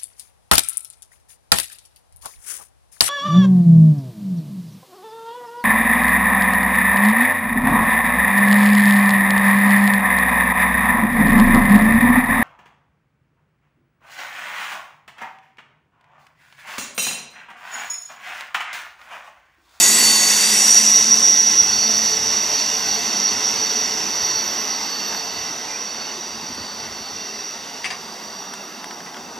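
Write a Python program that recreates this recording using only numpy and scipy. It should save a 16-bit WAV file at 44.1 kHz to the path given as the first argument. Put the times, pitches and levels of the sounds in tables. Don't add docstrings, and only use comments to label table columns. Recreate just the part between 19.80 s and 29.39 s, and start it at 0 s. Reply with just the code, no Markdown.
import sys
import numpy as np
from scipy import signal
from scipy.io import wavfile
from scipy.ndimage import uniform_filter1d

SR = 44100
rng = np.random.default_rng(int(sys.argv[2]) if len(sys.argv) > 2 else 0)


def to_wav(s):
    ch = np.atleast_2d(s).T
    pcm = np.round(np.clip(ch, -1, 1) * 32767)
    wavfile.write(sys.argv[1], SR, pcm.astype(np.int16))


N = 422911
FRAME, HOP = 2048, 512
SIDE = np.array([[.5], [-.5]])

# time_s, left_minus_right_db
BEARING = [(0, -1.5), (2.1, -3.9), (6.1, -4.5), (6.6, -3), (9.1, -3.5), (9.59, -.5)]
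# freq_hz, left_lead_rad
LEAD = [(0, -0.53), (1030, 0.43), (1290, 0.99), (1890, 0.77), (2840, 0.69), (3100, 0.65), (8610, 0.097),
        (11400, -0.086), (15200, -0.0)]
# freq_hz, share
LEAN = [(100, 0), (400, 0.19), (1000, 0.44), (4400, 0.76), (8000, 0.73), (14000, 0)]


def gain_of(db):
    return 10 ** (np.asarray(db) / 20)


def evened(x):
    return x / np.sqrt(np.mean(x ** 2) + 1e-20)


def read(points, hz):
    f, value = np.transpose(points)
    return np.interp(np.log(hz + 1), np.log(f + 1), value)


def add(mix, start_s, sound):
    part = mix[..., round(start_s * SR):][..., :sound.shape[-1]]
    part += sound[..., :part.shape[-1]]


def unit_curve(points, hz):
    power = gain_of(2 * read(points, hz))
    return power / power.sum()


def humps(modes, hz):
    power = sum(gain_of(2 * db) / (1 + (2 * (hz - f) / width) ** 2) ** 2 for f, width, db in modes)
    return power / power.sum()


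def drift(count, smooth_s):
    size = max(int(smooth_s * SR), 1)
    once = uniform_filter1d(rng.standard_normal(count), size)
    return evened(uniform_filter1d(once, size))


def ring(x, hz, width_hz):
    b, a = signal.iirpeak(hz, hz / width_hz, SR)
    return signal.lfilter(b, a, signal.lfilter(b, a, x))


def ports(x, hz, tilt_db):
    phase = np.exp(1j * SIDE * read(LEAD, hz))
    return (x * phase * gain_of(SIDE * tilt_db * read(LEAN, hz))).real


def train_power(t, hz):
    # time_s, rumble_db, wheel_ring_db, rail_whine_db, flange_hiss_db
    train = [(0.0, -27, -18.5, -19, -16), (0.6, -28.5, -20, -19.5, -19), (0.96, -30.5, -21.5, -15, -22),
             (1.28, -30.5, -25, -15, -29.5), (1.7, -32.5, -26, -17, -33), (2.2, -31.5, -26.5, -19, -34.5),
             (3.0, -31.5, -27, -21.5, -36), (3.76, -31, -27, -23, -38), (4.5, -31, -28.5, -23, -39.5),
             (5.1, -33, -30, -28, -42), (6.14, -35, -33.5, -31.5, -45.5), (6.8, -35.5, -35, -34.5, -47),
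             (7.6, -37.5, -35, -34, -47.5), (8.0, -37, -36, -37.5, -47.5), (9.0, -36.5, -39.5, -41, -51),
             (9.59, -36, -41.5, -42, -51.5)]
    # freq_hz, density_db_per_hz
    rumble = [(88, -41), (150, -9.5), (221, 0.5), (306, -5), (416, -0.5), (520, -6.5), (668, -2), (900, 0),
              (1500, -6), (1950, -14), (3300, -120)]
    # freq_hz, width_hz, level_db
    wheel_ring = [(1997, 390, -3), (2710, 274, -3), (3690, 520, -4.5), (4670, 530, 0.5), (1560, 480, -11.5),
                  (3050, 1900, -9.5)]
    # freq_hz, width_hz, level_db
    whine = [(5870, 447, 3), (5400, 110, -4), (5590, 180, 3.5), (5880, 1600, -15.5)]
    # freq_hz, width_hz, level_db
    hiss = [(6840, 400, 0), (7840, 550, -2), (8730, 470, -2.5), (9620, 420, -4), (10090, 220, -6),
            (10200, 350, -13), (10860, 380, -5.5), (11600, 400, -8), (12170, 410, -9.5), (13650, 280, -17),
            (7340, 1900, -6), (9120, 500, -12), (12950, 870, -21), (13900, 1100, -42)]
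    # freq_hz, density_db_per_hz
    far_hiss = [(3760, -33), (6400, -4.5), (6550, -3), (8430, -9), (11000, -15.5), (12300, -11.5),
                (14000, -28.5)]
    hidden_s, hiding_s = 1.1, .6

    s, *columns = np.transpose(train)
    *levels_db, hiss_db = [np.interp(t, s, c) for c in columns]
    shapes = [unit_curve(rumble, hz), humps(wheel_ring, hz), humps(whine, hz)]
    power = sum(np.outer(shape, gain_of(2 * db)) for shape, db in zip(shapes, levels_db))
    seen = np.minimum(np.exp((hidden_s - t) / hiding_s), 1)
    hiss_shape = np.outer(humps(hiss, hz), seen) + np.outer(unit_curve(far_hiss, hz), 1 - seen)
    power += hiss_shape * gain_of(2 * hiss_db)

    patches = uniform_filter1d(rng.standard_normal(power.shape), 12, 0)
    patches = evened(uniform_filter1d(patches, 6, 1))
    streaks = evened(uniform_filter1d(rng.standard_normal(power.shape), 20, 1))
    jolts = evened(uniform_filter1d(rng.standard_normal(len(t)), 3))
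    return power * gain_of(2 * (0.61 * patches + 2.29 * streaks + 0.41 * jolts))


def tone(t, hz, db, waver_hz, flutter_db, smooth_s):
    turns = np.cumsum(hz + waver_hz * drift(len(t), smooth_s)) / SR + rng.random()
    level = np.sqrt(2) * gain_of(db + flutter_db * drift(len(t), smooth_s))
    tilt_db = np.interp(t, *np.transpose(BEARING))
    return ports(level * np.exp(2j * np.pi * turns), np.mean(hz), tilt_db)


def lasting_squeals():
    # settled_hz, early_excess_hz, settling_s, first_heard_s
    wheels = [(5704, 82, 2.2, .75), (4485, 30, 1.3, 0)]
    # (middle_s, length_s, level_db)
    squeals = [(-22, -3.5, [(.8, .1, -24), (.95, 0.085, -13), (1.14, 0.15, -13), (1.33, 0.028, -9),
               (1.49, .1, -13), (1.62, 0.099, -13.5), (1.8, 0.067, -15), (2.03, 0.31, -21),
               (2.3, 0.13, -25.5), (2.57, 0.22, -25.5), (2.76, .08, -29), (2.97, 0.035, -22.5),
               (3.14, .08, -23), (3.27, 0.038, -27), (3.47, 0.13, -21.5), (3.67, 0.074, -24),
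               (3.82, 0.048, -23.5), (3.99, 0.11, -24.5), (4.5, 0.18, -24), (4.93, 0.074, -25),
               (5.06, 0.12, -33), (5.33, 0.16, -35.5), (5.7, .25, -37.5), (6.03, 0.19, -31),
               (6.45, 0.091, -35), (6.71, 0.11, -36.5), (7.0, 0.072, -41), (7.44, 0.1, -33),
               (7.68, 0.15, -36.5), (8.05, 0.18, -41), (8.6, 0.27, -38), (8.84, .1, -42),
               (9.12, 0.11, -40)]), (-33, -3.6, [(.08, 0.22, -29.5), (.31, 0.17, -18.5), (.55, .25, -24.5),
               (.94, .08, -28.5), (1.2, .1, -37), (2.0, .16, -27), (2.14, 0.066, -30), (2.27, 0.12, -29),
               (2.55, .08, -35), (2.8, 0.1, -29.5), (3.1, .2, -31.5), (3.33, .1, -33), (3.48, .1, -33),
               (3.87, 0.17, -34), (4.08, .15, -35), (4.5, .3, -31), (4.95, .1, -34.5), (5.2, 0.2, -31.5),
               (5.4, .08, -33), (5.56, .14, -35.5), (6.2, 0.24, -38), (6.65, 0.085, -51),
               (6.87, 0.33, -39.5), (7.25, 0.17, -40), (7.45, .18, -42.5), (8.06, .06, -48)])]
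    squareness = 2.1
    t = np.arange(N) / SR
    out = np.zeros((2, N))
    for (hz, excess_hz, settle_s, first_s), (faint_db, db_per_s, flares) in zip(wheels, squeals):
        power = gain_of(2 * (faint_db + db_per_s * t)) * (t >= first_s)
        for middle_s, length_s, db in flares:
            near = t[max(int((middle_s - length_s) * SR), 0):int((middle_s + length_s) * SR)]
            shape = np.exp(-abs(2 * (near - middle_s) / length_s) ** squareness)
            add(power, near[0], gain_of(2 * db) * shape)
        pitch_hz = hz + excess_hz * np.exp(-t / settle_s)
        out += np.sqrt(power) * tone(t, pitch_hz, 0, 6, 2.5, .013)
    return out


def squeaks():
    # start_s, end_s, pitch_hz, level_db
    squeak_tones = [(0, 0.15, 5841, -29), (0, 0.15, 6735, -23), (0, 0.15, 8899, -28), (0, 0.3, 7736, -23),
                    (0, 0.3, 10051, -37), (0, 0.3, 11666, -37), (0, 0.4, 12317, -39), (0, 0.45, 8737, -31),
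                    (0, 0.45, 11090, -38), (0, 0.6, 1960, -36), (0, 0.72, 6546, -27), (0, 0.8, 13652, -49),
                    (0.2, 0.5, 6697, -27), (0.2, 1.14, 9670, -40), (0.72, 1.0, 5669, -21),
                    (0.5, 1.05, 2681, -37), (0.5, 1.14, 8667, -32), (0.57, 0.74, 4700, -25),
                    (0.44, 0.68, 5690, -28), (0.58, 0.9, 7800, -32), (0.7, 1.1, 6783, -28),
                    (0.72, 1.14, 7660, -34), (1.2, 1.55, 8720, -42), (1.25, 1.6, 7650, -42),
                    (1.1, 2.6, 12200, -55), (1.7, 3.6, 11849, -54), (2.4, 3.2, 5448, -40),
                    (2.5, 3.4, 13415, -55), (2.2, 5.3, 12360, -55), (3.5, 4.6, 12656, -57),
                    (3.5, 5.9, 13421, -62), (4.15, 5.8, 11843, -52), (4.7, 5.6, 5453, -43),
                    (5.3, 5.7, 2681, -47), (5.55, 5.9, 12452, -60), (5.86, 5.98, 2412, -44),
                    (6.2, 7.5, 11870, -65), (6.26, 6.34, 2900, -44), (7.1, 8.7, 12890, -68),
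                    (8.2, 9.3, 12662, -66), (9.26, 9.3, 1950, -41)]
    out = np.zeros((2, N))
    for start_s, end_s, hz, db in squeak_tones:
        t = np.arange(start_s, end_s, 1 / SR)
        ramp_s = .2 * (end_s - start_s)
        rise = (t - start_s) / ramp_s + (start_s == 0)
        swell = np.minimum(np.minimum(rise, (end_s - t) / ramp_s), 1)
        add(out, start_s, tone(t, hz * np.ones(len(t)), db, 10, 3.5, .02) * swell)
    return out


def hum():
    # time_s, level_db, octave_level_db
    hum_levels = [(0, -42, -59), (.3, -39, -56), (1.3, -38, -45), (1.7, -42, -49.5), (2.4, -39, -40),
                  (2.8, -48, -46), (3.6, -47, -48), (4.1, -54, -44.5), (4.8, -59, -49), (5.8, -58, -52),
                  (6.4, -52, -62), (9.6, -63, -75)]
    hum_hz = 218
    t = np.arange(N) / SR
    out = np.zeros((2, N))
    s, *levels_db = np.transpose(hum_levels)
    for k, db in enumerate(levels_db):
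        out += tone(t, (k + 1) * hum_hz * np.ones(N), np.interp(t, s, db), 4.43, 2.95, 0.041)
    return out


def burst(length_s, t60_s, rise_s, blow=0):
    t = np.arange(int(length_s * SR)) / SR
    x = rng.standard_normal(len(t)) * np.minimum(t / rise_s, 1) * gain_of(-60 * t / t60_s)
    return x + blow * (np.arange(len(t)) == int(rise_s * SR))


def boom_clanks():
    # start_s, peak_db, left_minus_right_db, rattle_t60_s
    clanks = [(8.044, -13.5, 3, 0.091), (8.055, -14.5, 2.5, 0.13), (8.104, -17.5, 1.5, 0.17),
              (9.263, -31, .5, 0.11)]
    # freq_hz, width_hz, level_db
    gear = [(760, 110, -0.5), (1060, 120, 3), (1183, 56, 2), (1846, 66, -1), (2130, 870, 11.5),
            (2280, 56, -4), (2560, 81, 0), (2770, 100, 4), (3050, 690, 0), (4830, 100, 1), (4900, 530, 1),
            (6200, 780, -2), (8400, 860, -4), (9250, 830, -7)]
    blow = 6
    out = np.zeros((2, N))
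    for s, db, tilt_db, t60_s in clanks:
        direct, echo = [burst(.25, t60_s, 0.0019, blow) for _ in range(2)]
        x = np.array([direct + 0.21 * echo, direct - 0.36 * echo])
        x = sum(gain_of(mode_db) * ring(x, hz, width) / np.sqrt(width) for hz, width, mode_db in gear)
        add(out, s - .002, gain_of(db + SIDE * tilt_db) * x / abs(x.mean(0)).max())
    return out


def boom_ticks():
    # start_s, peak_db, left_minus_right_db, treble_db (modes above 6 kHz)
    ticks = [(5.326, -20, -2.5, -25), (5.347, -17, -2, -25), (6.75, -32, -2, 5), (8.737, -19.5, -1, -3),
             (9.043, -19, -1, -6), (9.109, -24, -1.5, -22), (9.204, -28, -1, -22), (9.344, -27, 2, -15),
             (9.369, -24, 1, -25)]
    # freq_hz, width_hz, level_db
    tick_modes = [(1000, 800, 1), (1600, 800, 2), (3000, 1400, -3), (4800, 800, -3), (8300, 1100, -3),
                  (9800, 900, -5), (11300, 1200, -11)]
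    out = np.zeros((2, N))
    for s, db, tilt_db, treble_db in ticks:
        dry_tick = burst(.06, .027, .001)
        x = 0
        for hz, width, mode_db in tick_modes:
            x = x + gain_of(mode_db + treble_db * (hz > 6000)) * ring(dry_tick, hz, width)
        add(out, s - .001, gain_of(db + SIDE * tilt_db) * x / abs(x).max())
    return out


def wind_puffs():
    # start_s, peak_db
    puffs = [(6.554, -33), (6.626, -31.5), (6.706, -30), (6.786, -27), (6.84, -36)]
    out = np.zeros(N)
    for s, db in puffs:
        x = ring(burst(.2, 0.15, 0.0061), 214, 140)
        add(out, s - .01, gain_of(db) * x / abs(x).max())
    return out


def wind_power(t, hz):
    # time_s, level_db
    gusts = [(0, -47.5), (1.3, -52), (2.1, -44.5), (2.8, -48), (3.6, -53), (4.1, -49.5), (4.8, -57),
             (5.5, -53), (6.1, -59), (6.78, -49), (7.13, -53), (8.6, -63.5), (9.59, -61)]
    # freq_hz, width_hz, level_db
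    gust_bands = [(85, 57, -1), (129, 31, -6)]
    lumps_db = 3. * evened(uniform_filter1d(rng.standard_normal(len(t)), 6))
    return np.outer(humps(gust_bands, hz), gain_of(2 * (np.interp(t, *np.transpose(gusts)) + lumps_db)))


def air_power(hz):
    # freq_hz, density_db_per_hz
    air = [(6000, -30), (10000, -3), (12500, -2), (15800, -4.5)]
    return (unit_curve(air, hz) * gain_of(2 * -55))[:, None]


def noise_bed():
    # freq_hz, left_right_likeness
    likeness = [(60, 0.94), (300, 1), (700, 0.86), (1400, 0.79), (3000, 0.92), (6000, 0.94), (9000, 0.81),
                (14000, 1)]
    t = np.arange(N // HOP + 5) * HOP / SR
    hz = np.fft.rfftfreq(FRAME, 1 / SR)
    power = train_power(t, hz) + wind_power(t, hz) + air_power(hz)
    a, b, c, d = rng.standard_normal((4, *power.shape))
    same = np.clip(read(likeness, hz), -1, 1)[:, None]
    left = a + 1j * b
    shared = left * np.exp(-1j * read(LEAD, hz))[:, None]
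    right = same * shared + np.sqrt(1 - same ** 2) * (c + 1j * d)
    tilt_db = np.interp(t, *np.transpose(BEARING))
    lean = gain_of(.5 * np.outer(read(LEAN, hz), tilt_db))
    spectra = np.array([left * lean, right / lean]) * np.sqrt(power)
    noise = signal.istft(spectra, nperseg=FRAME, noverlap=FRAME - HOP)[1][:, :N]
    return gain_of(-0.5) * noise


def scene():
    train = noise_bed() + lasting_squeals() + squeaks() + hum()
    return train + boom_clanks() + boom_ticks() + wind_puffs()


def record(dry):
    edge_hz, knee, room = 15740, .7, .27
    thin = signal.lfilter(*signal.butter(2, 50, "high", fs=SR), dry)
    over = np.maximum(abs(thin) - knee, 0)
    held = thin - np.sign(thin) * (over - room * np.tanh(over / room))
    low_pass = signal.firwin(1023, edge_hz, window=("kaiser", 9), fs=SR)
    return signal.oaconvolve(held, low_pass[None], "same")


dry = scene()
out = record(dry)
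to_wav(out)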